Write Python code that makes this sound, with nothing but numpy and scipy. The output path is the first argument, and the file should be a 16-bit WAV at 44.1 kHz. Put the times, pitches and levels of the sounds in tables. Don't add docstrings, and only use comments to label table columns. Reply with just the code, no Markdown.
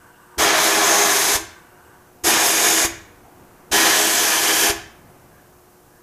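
import sys
import numpy as np
from scipy import signal
from scipy.fft import rfft, irfft, next_fast_len
from scipy.io import wavfile

SR = 44100
rng = np.random.default_rng(int(sys.argv[2]) if len(sys.argv) > 2 else 0)


def persist_wave(psi):
    counts = np.round(np.clip(psi, -1, 1) * 32767).astype(np.int16)
    wavfile.write(sys.argv[1], SR, np.atleast_2d(counts).T)


N = 265658
TIME = np.arange(N) / SR

# time_s, relative_level_db
FAN_LEVELS = [(.3, -57.5), (2.1, -54), (3.2, -51.3), (5.2, -51.5), (5.75, -55.5)]
# pitch_hz, relative_level_db
FAN_SPECTRUM = [(25, -4.5), (70, 1), (150, 1), (250, -1.5), (400, -4), (560, -4), (800, -5.5), (1200, -7.5),
                (1650, -13.5), (2100, -16), (3000, -21.5), (5000, -38), (9000, -54)]
# pitch_hz, usual_level_db
MOTOR_NOTES = [(120, -70), (301, -68), (360.5, -60.5), (479.5, -68), (721, -67), (840, -70.5)]
# time_s, gain_db
LEAK_LEVELS = [(0, -1), (.37, 0.5), (1.6, -3.5), (1.95, -0.5), (2.15, -12.5), (3.3, -11), (6, -15.5)]
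# pitch_hz, width_hz, relative_level_db
LEAK_WHISTLES = [(972, 50, -60.5), (1140, 190, -54.5), (1365, 77, -60), (1480, 100, -56),
                 (2800, 180, -67.5), (8110, 130, -68)]
# pitch_hz, relative_level_db
HISS_TONE = [(1760, -32), (3000, -10.5), (3720, -7.5), (6250, -2.5), (8750, -3.5), (13900, -1.5),
             (15000, -2.5)]
# open_s, close_s, pressure_rise_s, open_thump_db, close_thump_db
TRIGGER_PULLS = [(.379, 1.36, 0.015, -28, -26), (2.236, 2.855, 0.02, -34.5, -24.5),
                 (3.713, 4.705, 0.013, -34, -24)]
# pitch_hz, relative_level_db
JET_SPECTRUM = [(40, -76), (150, -67.5), (280, -68.5), (540, -69.5), (900, -62), (1600, -53.5), (2800, -59),
                (4300, -59.5), (6400, -54.5), (8500, -60.5), (11500, -59.5), (15000, -69)]
# time_s, relative_level_db
ROAR_LEVELS = [
    [(0.42, -14.0), (0.52, -16.5), (0.72, -17.5), (0.96, -16.5), (1.19, -18.5), (1.34, -18)],
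    [(2.28, -14.0), (2.31, -15), (2.53, -19.0), (2.68, -17), (2.76, -19.5), (2.84, -18.0)],
    [(3.75, -16.0), (3.88, -15.5), (4.04, -19.5), (4.43, -19.5), (4.49, -17.5), (4.58, -19.5), (4.69, -17)],
]
# time_s, relative_level_db
SIZZLE_LEVELS = [
    [(0.42, -21.0), (0.52, -24.0), (0.63, -19.5), (0.79, -21.5), (0.9, -20.5), (1.15, -19.5), (1.34, -19.0)],
    [(2.28, -18), (2.37, -21.5), (2.46, -18.0), (2.56, -19.5), (2.66, -18.5), (2.76, -19), (2.84, -19.5)],
    [(3.75, -20), (3.95, -19.5), (4.25, -19.5), (4.55, -19.5), (4.61, -18), (4.69, -19.5)],
]
# centre_hz, db_per_roar_db, db_per_sizzle_db, opening_surge_db
JET_BANDS = [(380, 1.04, 0, 4.5), (850, 1.4, -0.5, -1.5), (2200, 1, -0.5, -2), (6200, 0.3, 0.67, 4.5),
             (11000, 0.25, 2, 4.5)]
# start_s, end_s, pitch_hz, width_hz, boost_db
PART_HOLLOWS = [(.38, 1.1, 677, 139, 4), (.38, 1.103, 1250, 250, 3), (0.378, .7, 3320, 400, 1.5),
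                (.82, 1.055, 6600, 900, 4.5), (2.288, 2.88, 367, 110, 1), (2.23, 2.88, 2520, 120, 3.5),
                (2.23, 2.803, 5170, 220, 3), (2.23, 2.603, 6570, 200, 2), (2.595, 2.88, 6710, 300, 5.5),
                (3.7, 4.72, 1570, 300, 2.5), (3.7, 4.7, 3130, 250, 4), (3.72, 4.0, 3770, 900, 2),
                (3.95, 4.205, 7960, 400, 5.5), (4.18, 4.208, 5840, 2200, 4.5), (4.46, 4.53, 2200, 500, 3)]
# pitch_hz, width_hz, boost_db
CABINET_RINGS = [(208, 28, 8.5), (266.4, 9, 9), (326.5, 10.2, 22), (406.9, 15.3, 21), (500, 26.7, 13),
                 (567, 17, 7.5), (628, 11.4, 15.5), (686, 16.4, 12), (729, 27, 11), (823, 30, 14),
                 (939, 24, 8.5), (1014, 32.5, 10), (1113, 20, 7), (1231, 9.8, 8), (1605, 15, 2.5),
                 (1728, 38, 2), (1718, 40, 5.5), (1880, 17, 6), (2274, 76, 4), (2440, 43, 6),
                 (3290, 1000, 3), (6440, 74, 3.5)]
# pitch_hz, fade_s
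ECHO_FADES = [(80, 0.55), (250, 0.51), (600, 0.4), (1500, 0.7), (3700, 0.47), (7000, 0.4), (14000, 0.26)]
# middle_s, half_length_s, pitch_hz, width_hz, level_db
GLOVE_RUBS = [(3.305, 0.094, 745, 200, -53), (3.417, 0.037, 230, 220, -49), (5.05, 0.2, 150, 60, -57),
              (5.396, 0.088, 1640, 200, -59), (5.97, .06, 1660, 200, -60.5)]


def from_db(db):
    return np.exp(np.asarray(db) * (np.log(10) / 20))


def unit_level(x):
    return x / np.sqrt(np.mean(x ** 2) + 1e-20)


def at_times(points):
    times_s, values = np.transpose(points)
    return np.interp(TIME, times_s, values)


def at_pitch(points, hz):
    pitches_hz, values = np.transpose(points)
    return np.interp(np.log(hz + 1), np.log(pitches_hz), values)


def colour(x, gain_at):
    size = next_fast_len(N)
    hz = np.arange(size // 2 + 1) * SR / size
    return irfft(rfft(x, size) * gain_at(hz), size)[:N]


def noise(spectrum):
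    white = rng.standard_normal(N) * np.sqrt(SR / 2)
    return colour(white, lambda hz: from_db(at_pitch(spectrum, hz)))


def drift(rate_hz):
    ticks_s = np.arange(0, TIME[-1] + 1, .001)
    hz = np.fft.rfftfreq(len(ticks_s), ticks_s[1])
    steps = rng.standard_normal(len(ticks_s))
    smooth = irfft(rfft(steps) / (1 + (hz / rate_hz) ** 2), len(ticks_s))
    return np.interp(TIME, ticks_s, unit_level(smooth))


def resonate(x, hz, width_hz):
    return signal.lfilter(*signal.iirpeak(hz, hz / width_hz, fs=SR), x)


def narrow_band(x, hz, width_hz):
    return unit_level(resonate(resonate(x, hz, width_hz), hz, width_hz))


def fade(t, fade_s):
    return np.exp(-np.log(1000) * t / fade_s)


def extractor(fan_gain_db=1.5, waver_db=3.0, waver_hz=6, slip_radians=.25):
    rush = from_db(at_times(FAN_LEVELS) + fan_gain_db) * unit_level(noise(FAN_SPECTRUM))
    hum = 0
    for hz, level_db in MOTOR_NOTES:
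        height = np.sqrt(2) * from_db(level_db + waver_db * drift(waver_hz))
        hum += height * np.sin(2 * np.pi * hz * TIME + slip_radians * drift(waver_hz))
    return rush + hum


def leak(waver_db=2.0, waver_hz=7):
    gain_db = at_times(LEAK_LEVELS)
    air = rng.standard_normal(N)
    whistles = 0
    for hz, width_hz, level_db in LEAK_WHISTLES:
        loudness = from_db(gain_db + level_db + waver_db * drift(waver_hz))
        whistles += loudness * narrow_band(air, hz, 2 * width_hz)
    return whistles


def hiss(start_db=-58, rise_db_per_s=0.2):
    return from_db(start_db + rise_db_per_s * TIME) * unit_level(noise(HISS_TONE))


def thump(start_s, swell_s, thump_hz=72, ring_hz=333, ring_db=-4.0):
    t = np.maximum(TIME - start_s, 0)
    swell = (t / swell_s * np.exp(1 - t / swell_s)) ** 2
    kick = swell * np.sin(2 * np.pi * thump_hz * t)
    ring = fade(t, fade_s=0.34) * np.sin(2 * np.pi * ring_hz * t)
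    return kick + from_db(ring_db) * ring


def valve(open_early_s=0.0047, close_early_s=0.00883):
    thumps = 0
    for open_s, close_s, _, open_db, close_db in TRIGGER_PULLS:
        push = from_db(open_db) * thump(open_s - open_early_s, swell_s=0.015)
        pull = from_db(close_db) * thump(close_s - close_early_s, swell_s=0.0057)
        thumps += push - pull
    return thumps


def swing(curves):
    times_s, levels_db = np.vstack(curves).T
    return np.interp(TIME, times_s, levels_db - levels_db.mean())


def jet(gain_db=-2.06, sputter_db=0.45, sputter_hz=45, surge_s=.045):
    air = noise(JET_SPECTRUM)
    roar_db, sizzle_db = swing(ROAR_LEVELS), swing(SIZZLE_LEVELS)
    surge = sum((TIME >= open_s) * np.exp(-np.abs(TIME - open_s) / surge_s)
                for open_s, *_ in TRIGGER_PULLS)
    stream = 0
    for centre_hz, roar_share, sizzle_share, surge_db in JET_BANDS:
        shape = [(hz, float(hz == centre_hz)) for hz, *_ in JET_BANDS]
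        band = colour(air, lambda hz: at_pitch(shape, hz))
        stream += band * from_db(roar_share * roar_db + sizzle_share * sizzle_db + surge_db * surge)
    return stream * from_db(gain_db + sputter_db * drift(sputter_hz))


def nozzle_pressure(open_s, close_s, rise_s, vent_s=0.013):
    building = 1 - np.exp(-np.maximum(TIME - open_s, 0) / rise_s)
    draining = np.exp(-np.maximum(TIME - close_s, 0) / vent_s)
    return building * draining


def metal_part(x, sweep_s=.04):
    for start_s, end_s, hz, width_hz, boost_db in PART_HOLLOWS:
        inside_s = np.minimum(TIME - start_s, end_s - TIME)
        aimed = np.clip(inside_s / sweep_s + .5, 0, 1)
        x = x + aimed * (from_db(boost_db) - 1) * resonate(x, hz, width_hz)
    return x


def steel_walls(x, echo_db=-9.0, above_hz=2200):
    t = TIME[:SR // 4]
    echoes = rng.standard_normal(len(t)) * fade(t, fade_s=0.091)
    keep_treble = signal.butter(2, above_hz, "high", fs=SR, output="sos")
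    echoes = signal.sosfilt(keep_treble, echoes / np.linalg.norm(echoes))
    return x + from_db(echo_db) * signal.fftconvolve(x, echoes)[:N]


def cabinet(x):
    for hz, width_hz, boost_db in CABINET_RINGS:
        x = x + (from_db(boost_db) - 1) * resonate(x, hz, width_hz)
    return x


def workshop_echo(x, first_echo_s=.012):
    t, tail = TIME[:SR // 2], 0
    edges_hz = np.geomspace(30, 14950, 11)
    for low_hz, high_hz in zip(edges_hz, edges_hz[1:]):
        keep_band = signal.butter(2, [low_hz, high_hz], "band", fs=SR, output="sos")
        band = signal.sosfilt(keep_band, rng.standard_normal(len(t)))
        tail += band * fade(t, at_pitch(ECHO_FADES, np.sqrt(low_hz * high_hz)))
    tail = tail * (t > first_echo_s)
    return signal.oaconvolve(x, tail / np.linalg.norm(tail))[:N]


def gloves():
    friction = rng.standard_normal(N)
    rubs = 0
    for middle_s, half_length_s, hz, width_hz, level_db in GLOVE_RUBS:
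        swell = np.exp(-((TIME - middle_s) / half_length_s) ** 2)
        rubs += from_db(level_db) * swell * narrow_band(friction, hz, width_hz)
    return rubs


def scene(blast_echo_db=-13.5, thump_echo_db=-7.5):
    stream = metal_part(jet())
    bursts = [steel_walls(stream * nozzle_pressure(open_s, close_s, rise_s))
              for open_s, close_s, rise_s, *_ in TRIGGER_PULLS]
    blast = cabinet(sum(burst + from_db(blast_echo_db) * workshop_echo(burst) for burst in bursts))
    thumps = valve()
    thumps = thumps + from_db(thump_echo_db) * workshop_echo(thumps)
    mono = blast + thumps + extractor() + leak() + gloves() + hiss()
    return np.array([mono, mono])


def record(dry, cutoff_hz=14950):
    steep_cut = signal.ellip(12, .1, 90, cutoff_hz, fs=SR, output="sos")
    return signal.sosfilt(steep_cut, dry)


dry = scene()
out = record(dry)
persist_wave(out)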